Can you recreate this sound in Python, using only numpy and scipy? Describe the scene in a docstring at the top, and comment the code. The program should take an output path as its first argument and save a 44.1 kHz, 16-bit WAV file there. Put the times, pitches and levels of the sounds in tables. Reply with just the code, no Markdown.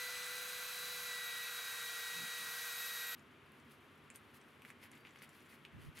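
"""Polishing and wiping a metal plate

A geared hand-held rotary tool spins a polishing bob on a small plate: tones locked to the rotor whine
over the rush of cooling air. The tool sound ends abruptly, leaving a quiet workshop where gloved hands
pick up the plate and wipe it with a cloth: friction scuffs, rubber snaps and a low rumble of handling."""
import sys
import numpy as np
from scipy import signal
from scipy.fft import rfft, irfft
from scipy.io import wavfile

SR = 44100
rng = np.random.default_rng(int(sys.argv[2]) if len(sys.argv) > 2 else 0)


def put_to_file(sound):
    """Save the sound as 16-bit audio at rate SR, in the file named by the first command-line argument."""
    columns = np.atleast_2d(sound).T  # one column per channel
    safe = np.clip(columns, -1, 1)
    whole_steps = np.round(safe * 32767)
    wavfile.write(sys.argv[1], SR, whole_steps.astype(np.int16))


N = 264580
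TIME = np.arange(N) / SR
BIN_HZ = np.maximum(np.arange(N // 2 + 1) * SR / N, 1)
TOOL_ENDS_S = 3.1502

# Motor speed, sagging under load. Each row: time in seconds, turns per second.
MOTOR_SPEED = [(0, 495.1), (.3, 494), (.57, 493.9), (.72, 492.9), (1.05, 492.3), (1.2, 486.2), (1.4, 483.6),
               (1.75, 480.3), (2.4, 480.2), (2.85, 478.4), (3.14, 478.1)]
# The whine and its octave. Each row: time in seconds, level in dB.
WHINE_LEVEL = [(0, -49.5), (.6, -57.5), (1.02, -56), (1.12, -49.5), (1.4, -50), (1.55, -56.5), (1.8, -51.5),
               (3.14, -52)]
OCTAVE_LEVEL = [(0, -56.5), (.6, -55.5), (.8, -53.5), (1.02, -55.5), (1.12, -52), (2.35, -54), (2.6, -60),
                (2.82, -52.5), (3.14, -55.5)]
# Spells of thin whistling. Each row: start and end in seconds, level in dB, flicker in dB.
WHISTLE_SPELLS = [(-.05, .09, -57, 2), (.3, 1.08, -57, 0), (1.17, 2.48, -60.5, 2.5), (2.48, 2.78, -55.5, 1),
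                  (2.78, 3.2, -52.5, 1.8)]
# Weak partials of motor and chuck. Each row: multiple of that part's speed, base level in dB.
MOTOR_PARTIALS = [(9.75, -74), (10.4, -71), (11.4, -78), (12, -69), (16, -69.5), (16.7, -69), (20, -67),
                  (24, -73), (24.94, -73), (28.82, -84)]
CHUCK_PARTIALS = [(2, -102), (3, -82), (4, -82), (6, -79), (7, -84.5), (8, -85.5), (10, -91)]
# Hiss of the pressed bob. Each row: time in seconds, level in dB.
BOB_LEVEL = [(0, -52), (.3, -54), (1.05, -51.5), (1.25, -55.5), (1.9, -52.3), (2.4, -53.5), (2.6, -51),
             (2.87, -50), (3.12, -53.5)]
# The bob drags. Each row: centre in seconds, level in dB, half length in seconds.
BOB_DRAGS = [(.94, -75, .07), (2.219, -58.5, 0.037), (2.434, -65.5, .04)]
# Wipes. Each row: peak time in seconds, cloth hiss in dB, nominal half length in seconds, rasp in dB.
WIPES = [(3.183, -73, .006, -75.5), (3.555, -78, .03, -82), (3.72, -71, .021, -79), (4.155, -65, .012, -65),
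         (4.354, -67.5, .017, -74), (4.673, -68, .024, -68), (4.837, -66, .02, -63.5),
         (4.945, -74, .025, -65), (5.069, -74, .019, -65), (5.17, -73, .022, -63), (5.231, -64, .017, -58),
         (5.362, -70.5, .055, -72), (5.515, -69, .03, -67), (5.833, -70.5, .034, -71),
         (5.98, -61, .023, -60.5)]
# Sticky gloves leave the plate. Each row: start in seconds, pop level in dB, pop pitch in Hz,
# crackle base level in dB, crackle pitch in Hz.
GLOVE_SNAPS = [(4.102, -44, 2270, -56, 8500), (4.1585, -55, 1950, -52, 10400),
               (4.4137, -60, 2190, -65, 7500), (4.6205, -46, 2500, -63, 10000),
               (4.6503, -39.5, 2000, -65, 11500), (4.703, -40.5, 2010, -58, 10300),
               (4.8554, -48, 1900, -74, 9000), (4.9156, -53, 2030, -56.5, 9400),
               (5.051, -42.5, 2450, -76, 6000), (5.07, -46, 2800, -71, 7000),
               (5.224, -51, 2800, -53, 12800), (5.292, -55, 1770, -62.5, 9500),
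               (5.6508, -38, 2780, -65, 10500), (5.972, -51, 1950, -58, 7500),
               (5.9904, -50, 2180, -54, 9500)]
# Rumble of the passing hand. Each row: time in seconds, level in dB.
RUMBLE_LEVEL = [(5.70, -95), (5.742, -55), (5.785, -51), (5.83, -57), (5.86, -52), (5.895, -50.5),
                (5.92, -72), (6, -64)]

# Noise spectra. Each row: frequency in Hz, relative spectral density in dB.
COOLING_SPECTRUM = [(30, -31), (100, -15), (320, -16), (500, -10), (820, -8.5), (1050, 0), (1700, 1.5),
                    (2900, -2), (4400, -1.5), (5300, -12), (6300, -4), (7500, -8.5), (12000, -6),
                    (13700, -13.5)]
BOB_SPECTRUM = [(500, -31), (1500, -13), (3000, -5), (4500, 2), (6200, 1.5), (7500, -0.5), (11500, 1),
                (13000, -0.5), (13700, -6.5), (16000, -4)]
BLOCK_SPECTRUM = [(60, -30), (135, -13), (180, 4.5), (220, -3.5), (280, -6), (360, -18), (700, -50)]
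WORKSHOP_SPECTRUM = [(25, -24), (50, -23), (70, -10.5), (170, -8.5), (260, -2.5), (400, -4), (600, -9.5),
                     (780, -11.5), (1100, -6.5), (2200, -9.5), (3200, -13.5), (5000, -29), (11000, -36.5),
                     (16000, -47)]
CLOTH_SPECTRUM = [(300, -29), (1500, 1), (2500, 3), (4700, 2), (6000, -1.5), (8000, -3), (10800, 3.5),
                  (13000, 0.5), (16000, -9)]
GLOVE_SPECTRUM = [(300, -21), (1200, -12), (2100, -2), (2800, -7.5), (4000, -14), (8000, -27), (16000, -47)]
RUMBLE_SPECTRUM = [(20, -10), (50, -9), (80, 3.5), (120, 1.5), (250, -7.5), (400, -27), (900, -40),
                   (3000, -70)]
# Resonances. Each row: centre in Hz, bandwidth in Hz, lift in dB.
HOUSING_MODES = [(446.6, 19, 9.5), (717, 53, 7), (1403, 63, 9), (1564, 74, 10.5), (2404, 220, 6),
                 (2603, 21, 11), (3970, 560, 4), (4980, 54, 10.5), (6140, 140, 4.5), (6780, 110, 5)]
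WORKSHOP_MODES = [(70, 15, 5), (97.5, 19, 11.5), (145, 27, 13.5), (232.5, 49, 8), (385, 48, 3),
                  (1220, 130, 0.5)]
PLATE_MODES = [(2030, 160, 4), (2660, 160, 3), (4590, 90, 4), (10600, 900, 0.5)]
# Stereo width of the first part as heard, narrowing to mono near 7.5 kHz.
# Each row: frequency in Hz, side minus mid in dB, left minus right in dB.
FIRST_PART_STEREO = [(60, 3, -9), (200, -7, -3.5), (380, -10.5, -1), (1000, -12, -0.5), (2400, -14.5, -1),
                     (4700, -9, 0.3), (7500, -44, -0.5), (11700, -10.5, .5)]
# Stereo width of the second part as heard, with the same columns.
ROOM_STEREO = [(100, -16, -2.5), (380, -13, 0), (1300, -9, 3), (2400, -7.5, 1.5), (8000, -15, .3)]
HAND_STEREO = [(60, 2.5, -2), (400, -2, -1)]


def from_db(db):
    """Amplitude grows tenfold for every 20 dB."""
    return 10 ** (np.asarray(db) / 20)


def unit_rms(x):
    """Normalisation to unit mean power."""
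    return x / np.sqrt(np.mean(x ** 2) + 1e-20)


def over_time(rows):
    """Linear interpolation of a curve at every sample."""
    return np.interp(TIME, *np.transpose(rows))


def over_bins(hz, db):
    """Interpolation of a spectrum in log frequency."""
    return np.interp(np.log(BIN_HZ), np.log(hz), db)


def drift(corner_hz):
    """Random fluctuation: low-passed noise of unit rms."""
    return unit_rms(irfft(rfft(rng.standard_normal(N)) / (1 + (BIN_HZ / corner_hz) ** 2), N))


def swell(centre_s, half_s):
    """A Gaussian envelope whose half length is one standard deviation."""
    return np.exp(-.5 * ((TIME - centre_s) / half_s) ** 2)


def pan(db):
    """Channel gains for a level difference, left minus right."""
    return from_db(db / 2 * np.array([[1], [-1]]))


def noise(spectrum, image, modes=(), grain_db=0):
    """Source and filter: resonances colour stereo noise of unit rms; grain breaks it into tiny slips."""
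    lift_db = sum(db / (1 + (2 * (BIN_HZ - hz) / width) ** 2) for hz, width, db in modes)
    colour = from_db(over_bins(*np.transpose(spectrum)) + lift_db)
    slips = rng.standard_normal((2, N)) * from_db(grain_db * np.clip(drift(330), -2.5, 2.5))
    mid, side = rfft(slips) * colour
    image_hz, side_db, left_db = np.transpose(image)
    side *= from_db(over_bins(image_hz, side_db))
    balance = pan(over_bins(image_hz, left_db))
    return unit_rms(irfft(np.array([mid + side, mid - side]) * balance, N))


def tone(phase, db, flutter_db=0, spread_rad=.3, rough_rad=.1):
    """Phase modulation: roughness smears a partial, and reflections shift it between the ears."""
    ear_shift = spread_rad * drift(1.8) * np.array([[1], [-1]])
    wobble = rough_rad * drift(60) + rng.uniform(0, 2 * np.pi)
    return np.sqrt(2) * from_db(db + flutter_db * drift(6.7)) * np.sin(phase + ear_shift + wobble)


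def motor_hum(angle, load):
    """Rotor unbalance forces one vibration per turn, weaker under load."""
    return tone(angle, -60.5 - 7 * load, flutter_db=.2, spread_rad=.36, rough_rad=.044)


def motor_whine(angle, load):
    """Harmonics 4 and 8 of the rotation, smeared by rotor rattle that steadies under load."""
    rattle = .2 - .133 * load
    whine = tone(4 * angle, over_time(WHINE_LEVEL), flutter_db=.7, spread_rad=.28, rough_rad=rattle)
    octave = tone(8 * angle, over_time(OCTAVE_LEVEL), flutter_db=.9, spread_rad=.091, rough_rad=2 * rattle)
    return whine * pan(1.5) + octave


def motor_whistle(angle, fade_s=.04):
    """Harmonic 25 of the rotation sounds in flickering, soft-edged spells."""
    flicker, envelope = drift(13), np.zeros(N)
    for start, end, db, flicker_db in WHISTLE_SPELLS:
        spell = np.clip(np.minimum(TIME - start, end - TIME) / fade_s + .5, 0, 1)
        envelope += spell * from_db(db + flicker_db * flicker)
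    return envelope * tone(25 * angle, 0, spread_rad=.2, rough_rad=.13)


def motor_overtones(angle, flutter_db=3.4):
    """Weak partials are phase-locked to the rotor while their levels flutter independently."""
    return sum(np.sqrt(2) * from_db(db + flutter_db * drift(12)) * np.sin(order * angle)
               for order, db in MOTOR_PARTIALS)


def chuck_shake(angle, load, gear_ratio=17.3):
    """Forced vibration: the geared-down chuck shakes the tool at its harmonics, less under load."""
    shake = np.zeros((2, N))
    for order, db in CHUCK_PARTIALS:
        ear_phase = rng.normal(0, .47, (2, 1))
        shake += np.sqrt(2) * from_db(db) * np.sin(order * angle / gear_ratio + ear_phase)
    return from_db(-1.5 * load + 1.6 * drift(5.1)) * shake * pan(-5.5)


def motor():
    """The rotor angle, the integral of speed, sets the phase of every tool tone."""
    speed = over_time(MOTOR_SPEED)
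    load = (speed.max() - speed) / np.ptp(speed)   # 0 running light, 1 at full load
    angle = 2 * np.pi * np.cumsum(speed + .22 * drift(27.6)) / SR
    return (motor_hum(angle, load) + motor_whine(angle, load) + motor_whistle(angle)
            + motor_overtones(angle) + chuck_shake(angle, load))


def cooling_air(db=-47):
    """Broadband flow noise is coloured by the resonances of the housing."""
    return from_db(db) * noise(COOLING_SPECTRUM, FIRST_PART_STEREO, HOUSING_MODES)


def bob_hiss(wander_db=.5):
    """Sliding friction hisses with the pressure of a slightly unsteady hand."""
    level_db = over_time(BOB_LEVEL) + wander_db * drift(4)
    return from_db(level_db) * noise(BOB_SPECTRUM, FIRST_PART_STEREO, grain_db=1)


def block_drone():
    """The dragging bob excites a low resonance of the wooden block under the plate."""
    drag = sum(from_db(db) * swell(s, half_s) for s, db, half_s in BOB_DRAGS)
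    return drag * noise(BLOCK_SPECTRUM, FIRST_PART_STEREO)


def workshop(db=-62):
    """Room modes colour a steady background noise."""
    return from_db(db) * noise(WORKSHOP_SPECTRUM, ROOM_STEREO, WORKSHOP_MODES)


def stroke(peak_s, half_s):
    """An asymmetric envelope: a wipe starts quickly and trails off."""
    return swell(peak_s, half_s * np.where(TIME < peak_s, .75, 1.2))


def cloth_hiss(catch_db=1.8):
    """Stick-slip friction: fibres catch and hiss in each wipe, and brush lightly in between."""
    wiping = sum(from_db(db) * stroke(s, half_s) for s, db, half_s, _ in WIPES)
    brushing = from_db(-80 + 1.5 * np.clip(drift(11), -2, 2))
    catching = from_db(catch_db * drift(45))
    fibres = noise(CLOTH_SPECTRUM, ROOM_STEREO, PLATE_MODES, grain_db=1)
    return catching * np.hypot(wiping, brushing) * fibres


def glove_rasp(grip):
    """Gripping rubber slips in coarse grains that faintly excite the plate's modes."""
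    return grip * noise(GLOVE_SPECTRUM, ROOM_STEREO, PLATE_MODES, grain_db=5.5)


def faint_snaps(grip, per_s=7, scatter_db=2):
    """Random releases, likelier where the glove grips; rows as in GLOVE_SNAPS."""
    count = round(per_s * (N / SR - TOOL_ENDS_S))
    when, pop, pitch, crackle = rng.random((count, 4)).T
    chance = np.cumsum(np.sqrt(grip))
    start_s = np.interp(when, chance / chance[-1], TIME)
    pop_db = -55 + scatter_db * (2 * pop - 1)
    crackle_db = -68.5 + scatter_db * (2 * crackle - 1)
    shift = 2 ** (pitch - .5)   # up to half an octave either way
    return list(zip(start_s, pop_db, 2100 * shift, crackle_db, 8800 * shift))


def glove_snaps(grip, pop_rise_cycles=.57, crackle_rise_s=.0005, crackle_lift_db=3):
    """Adhesion fails: rubber lets go with a heavily damped pop and a bright tearing crackle."""
    out, t = np.zeros(N), TIME[:SR // 30]
    for s, pop_db, pop_hz, crackle_db, crackle_hz in list(GLOVE_SNAPS) + faint_snaps(grip):
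        age = t * pop_hz / pop_rise_cycles
        pop = age * np.exp(1 - age) * np.sin(2 * np.pi * pop_hz * t)
        band = signal.butter(2, [.68 * crackle_hz, 1.15 * crackle_hz], "band", fs=SR, output="sos")
        bright = unit_rms(signal.sosfilt(band, rng.standard_normal(len(t))))
        crackle = t / crackle_rise_s * np.exp(1 - t / crackle_rise_s) * bright
        snap = from_db(pop_db) * pop + from_db(crackle_db + crackle_lift_db) * crackle
        at = min(round(s * SR), N - 1)
        out[at:at + len(t)] += snap[:N - at]
    return out


def reverberation(x, t60_s=.092, db=-4):
    """Diffuse reflections form an exponentially decaying tail, different at each ear."""
    t = TIME[:SR // 3]
    mid, side = rng.standard_normal((2, len(t))) * from_db(-60 * t / t60_s) * (t > .002)
    tail = unit_rms(np.array([mid + .5 * side, mid - .5 * side])) / np.sqrt(len(t))
    return from_db(db) * signal.fftconvolve(x[None], tail, axes=1)[:, :N]


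def plate_squeak(hz=4650):
    """Friction-excited vibration: the rubbed plate sings once."""
    return swell(centre_s=5.0, half_s=.03) * tone(2 * np.pi * hz * TIME, db=-82, rough_rad=.4)


def hand_rumble():
    """Low-frequency noise swells as the hand sweeps by."""
    return from_db(over_time(RUMBLE_LEVEL)) * noise(RUMBLE_SPECTRUM, HAND_STEREO)


def scene():
    """Sources superpose: first the running tool, then hands and cloth in the quiet room."""
    tool = motor() + cooling_air() + bob_hiss() + block_drone()
    grip = sum(from_db(db) * stroke(s, half_s) for s, _, half_s, db in WIPES)
    handling = hand_rumble() + workshop() + cloth_hiss() + glove_rasp(grip) + plate_squeak()
    snaps = glove_snaps(grip)
    running = np.clip((TOOL_ENDS_S - TIME) * 1000, 0, 1)   # 1 ms crossfade
    return running * tool + (1 - running) * (handling + snaps + reverberation(snaps))


def record(dry, cutoff_hz=15780):
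    """An elliptic low-pass filter cuts the highest treble steeply."""
    return signal.sosfilt(signal.ellip(12, .1, 70, cutoff_hz, fs=SR, output="sos"), dry)


dry = scene()
out = record(dry)
put_to_file(out)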